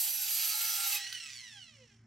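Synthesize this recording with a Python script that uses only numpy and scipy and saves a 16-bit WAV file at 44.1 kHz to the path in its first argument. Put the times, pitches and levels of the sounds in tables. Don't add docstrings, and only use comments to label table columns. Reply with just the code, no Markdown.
import sys
import numpy as np
from scipy import signal
from scipy.fft import rfft, irfft, next_fast_len
from scipy.io import wavfile
from scipy.ndimage import uniform_filter1d

SR = 44100
rng = np.random.default_rng(int(sys.argv[2]) if len(sys.argv) > 2 else 0)


def persist_wave(psi):
    counts = np.round(np.clip(psi, -1, 1) * 32767).astype(np.int16)
    wavfile.write(sys.argv[1], SR, np.atleast_2d(counts).T)


def invert_db(level):
    return 10 ** (np.asarray(level, dtype=float) / 20)


N = 90978
PINION_TEETH, WHEEL_TEETH, BLADE_TEETH = 9, 40, 24
SWITCH_S = 1.127


def level(x, db):
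    return x * invert_db(db) / np.sqrt(np.mean(x ** 2))


def curve(rows, axis):
    rows = np.array(rows, float)
    return np.interp(np.arange(N) / SR, rows[:, 0], rows[:, axis])


def body(x, tilt, peaks=(), ring_db=0.):
    size = next_fast_len(N + SR // 4)
    f = np.arange(size // 2 + 1) * SR / size + 1
    tilt_hz, tilt_db = np.transpose(tilt)
    gain = invert_db(np.interp(np.log(f), np.log(tilt_hz), tilt_db)) + 0j
    for hz, width_hz, db in peaks:
        s = 1j * (f / hz - hz / f) * hz / width_hz
        peak = invert_db(np.clip(ring_db + db / 4, -20, 12))
        gain *= (peak + s) / (1 + s)
    return irfft(rfft(x, size) * gain, size)[..., :N]


def walk(rate_hz):
    k = int(SR / rate_hz)
    steps = np.repeat(rng.standard_normal(N // k + 1), k)
    return 0.99 * uniform_filter1d(uniform_filter1d(steps, k), k)[:N]


# time_s, mesh_hz, gear_db, second_harmonic_extra_db, shaft_wobble_0_1, fundamental_db
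GEAR = [(0, 1571, -52, -12, 0.1, -91), (.19, 1518, -65, 7, 0, -58.5), (.33, 1447, -58.5, 8, 0, -65),
        (.52, 1378, -61, -1.5, 0, -53.5), (.86, 1381, -47, 2.5, .3, -49.5), (.91, 1328, -47, 4, 0.1, -56),
        (.965, 1267, -39, 2, 0.2, -65), (.994, 1269, -40, -16, 0.2, -63), (1.082, 1471, -46, 3.5, 0.1, -84),
        (1.135, 1527, -50.5, -2, 0.54, -54), (1.15, 1498, -46, 0.5, 0.3, -60),
        (1.175, 1440, -49, 7, 0.32, -64), (1.4, 1062, -54, -1.5, .98, -80.5),
        (1.43, 1016, -57, 5.5, 0.3, -78), (1.63, 719.6, -64.5, 9, 0.39, -90),
        (1.8, 524.7, -76, 10, 0.32, -90.5), (1.92, 400, -79.5, -6.5, 0.4, -91),
        (2.07, 366.6, -104, -16.5, 0.38, -98)]
# harmonic_number, level_db
MESH = [(2, -3), (3, -3), (4, 2), (5, -1), (6, 2), (7, -4), (8, -1), (9, -2), (10, -5), (11, -4), (12, -5),
        (13, -7), (14, -7)]
# pitch_hz, width_hz, level_db
HOUSING = [(1620, 86.8, -5), (1947, 104, -13), (2960, 170, 0.5), (3306, 130, -12), (4090, 580, -7.5),
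           (5460, 140, -3), (5950, 320, -2), (7030, 180, -7), (7920, 350, -2), (9285, 295, 6)]
# pitch_hz, level_db
HOUSING_TILT = [(240, -64), (400, -36.5), (1040, -25.5), (1960, -4), (2320, -1), (2880, -5.5), (5430, -9.5),
                (9180, -19), (16000, -39)]
# pitch_hz, width_hz, level_db
BASE = [(400, 50, 18), (526.6, 67, 34), (812.7, 59, 35)]


def gears(turn):
    mesh_hz = curve(GEAR, axis=1)
    shaft, wheel = turn / PINION_TEETH, turn / WHEEL_TEETH
    phase = turn + .22 * np.sin(shaft) + .05 * walk(300)
    throb = (1 + curve(GEAR, axis=4) * np.cos(shaft)) ** 0.73 * (1 + .2 * np.cos(wheel))

    whine = 0
    for k, db in MESH:
        level_db = db + 3.0 * walk(24) + (k == 2) * curve(GEAR, axis=3)
        audible = k * mesh_hz < .4 * SR
        whine = whine + invert_db(level_db) * np.cos(k * phase + k * k) * audible

    since_tooth = phase / (2 * np.pi) % 1
    rattle = rng.standard_normal(N) * np.exp(-since_tooth / .6)
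    rattle = rattle * invert_db(6 * np.log2(mesh_hz / 1400))

    def housing(x):
        return level(body(x, HOUSING_TILT, HOUSING, ring_db=9), 0)

    hum = np.cos(turn + .25 * np.sin(shaft) + .7 * walk(60)) + .3 * np.cos(2 * turn + walk(60))
    hum = hum * invert_db(curve(GEAR, axis=5) + 4.8 * walk(30.02))
    base_tilt = [(300, -4.5), (900, -3.5), (1300, 1), (1700, 1), (2200, -24.5)]
    hum = body(hum, base_tilt, BASE + BASE)
    return (housing(whine * throb) + invert_db(-3) * housing(rattle * throb)) * invert_db(curve(GEAR, axis=2)) + hum


# pitch_hz, level_db
WHIRR = [(250, -21.5), (450, -16), (1000, -12.5), (2000, 2), (4000, -5), (5500, 0), (9800, -12),
         (11000, -36), (13500, -29), (15000, -51.5)]
# pitch_hz, width_hz, level_db
WHIRR_PEAKS = [(2100, 100, -4), (2950, 110, -3), (5390, 130, 19), (5800, 360, 2), (6900, 240, -1),
               (7420, 260, 0.5), (9200, 120, -1)]


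def whirr(turn):
    start_db, fade_db_s, stop_s, stop_fade_db_s = -57, 28.5, 1.946, 90
    t = np.arange(N) / SR
    throb = 1 + curve(GEAR, axis=4) * np.cos(turn / PINION_TEETH)
    rub = rng.standard_normal(N) * throb * invert_db(2.0 * walk(25))
    db = start_db - fade_db_s * np.maximum(t - SWITCH_S, 0) - stop_fade_db_s * np.maximum(t - stop_s, 0)
    return level(body(rub, WHIRR, WHIRR_PEAKS, ring_db=6.7), 0) * invert_db(db)


# time_s, bite_db, sing_db
CUT = [
    (0, -42.5, -35.5),
    (.15, -44, -39.5),
    (.4, -40, -38.5),
    (.85, -40, -37.5),
    (.95, -40.5, -38),
    (.975, -43.5, -45),
    (.995, -50, -60),
    (1.05, -89, -69.5),
    (1.2, -125, -150),
]
# multiple_of_mesh, level_under_bite_db
LOADED = [(.93, -17.5), (1.2, -22), (1.6, -12), (2.4, -14.5), (3, -31), (4.3, -26)]
# pitch_hz, level_db
BITE = [(300, -52), (600, -27), (1150, -11.5), (1400, -8), (2500, 2), (3900, 0.5), (7000, -1.5),
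        (10000, -21.5)]
# pitch_hz, level_db
SING = [(2000, -39.5), (4000, -2), (6000, 1.5), (9000, 6), (11500, -0.5), (14000, -1), (16000, -10.5)]
# pitch_hz, width_hz, level_db
BLADE = [(3926, 42, 11), (4710, 350, -7.5), (5890, 70, -1), (7440, 42, 8.5), (9680, 41, 4), (10100, 35, 8),
         (10840, 58, 8), (11570, 330, 9.5), (12260, 240, 1), (12550, 84, -7.5), (13420, 79, -8.5),
         (16050, 210, -6)]


def cut(turn):
    blade_ring_db, scatter_db, tear_share = 6.5, 1.8, 1.2
    t = np.arange(N) / SR
    tooth = turn * BLADE_TEETH / WHEEL_TEETH / (2 * np.pi)
    tooth_db = scatter_db * np.clip(rng.standard_normal(N // 8), -2, 2)
    force = invert_db(tooth_db)[tooth.astype(int)]

    def tear():
        chips = rng.standard_normal(N) * invert_db(1.83 * walk(30.02))
        return force * np.exp(-(tooth % 1) / tear_share) * chips

    lines = sum(invert_db(db + 4.1 * walk(9.86)) * np.cos(k * turn + .5 * walk(30.7)) for k, db in LOADED)
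    crunch = level(body(tear(), BITE, BLADE, blade_ring_db), 0)
    bite = (crunch + lines) * invert_db(curve(CUT, axis=1))
    shallow = 1 - np.clip(t / .72, .56, 1)
    bite = bite - shallow * body(bite, [(2000, -2.5), (2500, -26.5)])

    sing_gain = invert_db(curve(CUT, axis=2))
    sing = level(body(tear(), SING, BLADE, blade_ring_db), 0) * sing_gain
    board_hz, board_width_hz, board_db, board_rise_db_s = 830, 95, -68.5, 8
    b, a = signal.iirpeak(board_hz, board_hz / board_width_hz, fs=SR)
    board = signal.lfilter(b, a, signal.lfilter(b, a, tear() * sing_gain))
    return bite + sing + level(board, board_db) * invert_db(board_rise_db_s * t)


# start_s,
# length_s, pitch_hz, level_db
SQUEALS = [(0.13, 0.22, 6600, -58), (.05, 0.34, 4690, -59.5), (.08, 0.15, 5910, -48.5),
           (.14, 0.23, 3885, -54), (.15, 0.15, 5450, -52.5), (.3, 0.086, 4730, -46),
           (.38, 0.072, 2825, -44.5), (.36, .1, 3305, -55), (.38, 0.26, 5870, -51.5),
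           (.46, 0.11, 4606, -48), (.5, 0.17, 4140, -48), (.52, 0.13, 3900, -48.5), (.54, 0.32, 4833, -52),
           (.55, 0.36, 5112, -52.5), (.62, 0.17, 5948, -45.5), (.68, 0.1, 5535, -50),
           (.6, 0.12, 2206, -50.5), (.82, 0.074, 3790, -45.5), (.918, 0.028, 2610, -37.5),
           (.95, 0.03, 2530, -35.5), (.93, 0.062, 3800, -44.5), (0, .12, 10450, -51.5),
           (.08, 0.11, 10195, -48), (.05, .25, 11500, -44.5), (.1, 0.36, 11620, -50.5),
           (.36, .2, 12490, -52.5), (.38, 0.12, 11410, -47), (.35, 0.18, 9715, -57), (.5, .25, 10740, -49),
           (.65, 0.29, 12700, -57), (.74, .12, 7290, -48.5), (.76, .1, 8310, -44.5),
           (.84, 0.081, 12150, -56), (0.244, 0.49, 1275, -60.5), (0.63, 0.37, 1255, -64),
           (0.28, 0.52, 862, -66.5), (0.63, 0.43, 800, -62.5), (0.34, 0.51, 720, -71.5),
           (0.57, 0.22, 1657, -57.5), (.88, 0.11, 600, -74), (1.14, 0.034, 3000, -42.5)]


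def squeals():
    t, out = np.arange(N) / SR, 0
    for start_s, length_s, hz, db in SQUEALS:
        swell = np.sin(np.pi * np.clip((t - start_s) / length_s, 0, 1))
        env = swell * invert_db(db + 3.5 * walk(41.1))
        waver = 1.6 * np.sqrt(hz / 10000) * walk(49.8)
        out = out + np.sqrt(2) * env * np.sin(2 * np.pi * hz * t + waver)
    return out


# pitch_hz, level_db
ECHO = [(200, -39), (500, -33), (1000, -3), (2000, -4), (4000, -3), (8000, 1.5), (16000, 15.5)]


def echoes(saw):
    t60_s, echo_db, size = 0.093, -4.5, SR // 5
    t = np.arange(size) / SR
    tail = rng.standard_normal((2, size)) * invert_db(-60 * t / t60_s)
    tail = level(tail, 0) / np.sqrt(size)
    return body(signal.fftconvolve(saw[None], tail)[:, :N], ECHO) * invert_db(echo_db)


# pitch_hz, level_db
ENGINES = [(28.5, -112), (57, -89), (86, -88), (143, -86.5), (172, -133)]
# pitch_hz, level_db, beat_rate_hz, loudest_s, depth_0_1
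BEATS = [(113, -70.5, 4.5, 1.572, .9), (226, -77, 9, 1.715, .8)]
# pitch_hz, level_db
AIR = [(30, -50), (60, -17), (130, -15), (250, -15), (500, -34.5), (2020, -25.5), (3800, -60), (5400, -33),
       (12000, -86)]


def distance():
    second_joins_s, air_db = 1.3, -81
    t = np.arange(N) / SR

    def tone(hz, db):
        return np.sqrt(2) * invert_db(db) * np.exp(2j * np.pi * hz * t + .1j * walk(5))

    drone = sum(tone(hz, db).real for hz, db in ENGINES)
    joined = np.clip(t / second_joins_s, .3, 1) ** 2
    for hz, db, rate_hz, peak_s, depth in BEATS:
        swing = np.exp(1j * np.pi * rate_hz * (t - peak_s))
        pair = swing + depth * joined / swing
        drone = drone + (tone(hz, db) * pair / 2).real
    near = body(rng.standard_normal(N), AIR)
    wide = body(body(rng.standard_normal((2, N)), AIR), ECHO)
    return drone + level(near + .3 * wide, air_db)


def ring(start_s, hz, sag_hz_s, t60_s, db, rough_db):
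    t = np.maximum(np.arange(N) / SR - start_s, 0)
    env = invert_db(db - 60 * t / t60_s + rough_db * walk(38.87)) * (1 - np.exp(-t / 0.019))
    return env * np.sin(2 * np.pi * (hz * t - sag_hz_s * t ** 2 / 2) + 0.99 * walk(40.2))


def offcut():
    return ring(start_s=.92, hz=835, sag_hz_s=250, t60_s=.42, db=-47, rough_db=2.0)


def guard():
    return ring(start_s=.975, hz=1915, sag_hz_s=-58.0, t60_s=1.1, db=-45, rough_db=7.0)


def switch():
    t = np.arange(N) / SR - SWITCH_S
    snap = rng.standard_normal(N) * (t > 0) * invert_db(-60 * np.maximum(t, 0) / .012)
    snap = body(snap, [(500, -59), (1500, -8), (3500, -1), (10000, -17.5), (16000, -33.0)])
    return snap * invert_db(-22)


# pitch_hz, width_hz, level_db
DIPS = [(2320, 160, -28), (3700, 150, -44)]


def scene():
    t = np.arange(N) / SR
    turn = 2 * np.pi * np.cumsum(curve(GEAR, axis=1)) / SR
    saw = gears(turn) + whirr(turn) + cut(turn) + squeals()
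    saw = saw + offcut() + guard() + switch()
    heard = body(saw + echoes(saw), [(100, 0.013), (16000, 0)], DIPS)
    pan_db = np.interp(t, [.9, 1.1], [-3, -4])
    return heard * invert_db(np.array([pan_db, -pan_db]) / 2) + distance()


def top_cut(x):
    return signal.sosfilt(signal.butter(12, 16790, fs=SR, output="sos"), x)


def record(dry):
    rise_from_s, rise_db_s, top_hz = 0.99, 9.5, 15950
    gain_db = rise_db_s * np.maximum(np.arange(N) / SR - rise_from_s, 0)
    top = signal.ellip(10, .2, 60, top_hz, fs=SR, output="sos")
    return top_cut(signal.sosfilt(top, dry * invert_db(gain_db)))


dry = scene()
out = record(dry)
persist_wave(out)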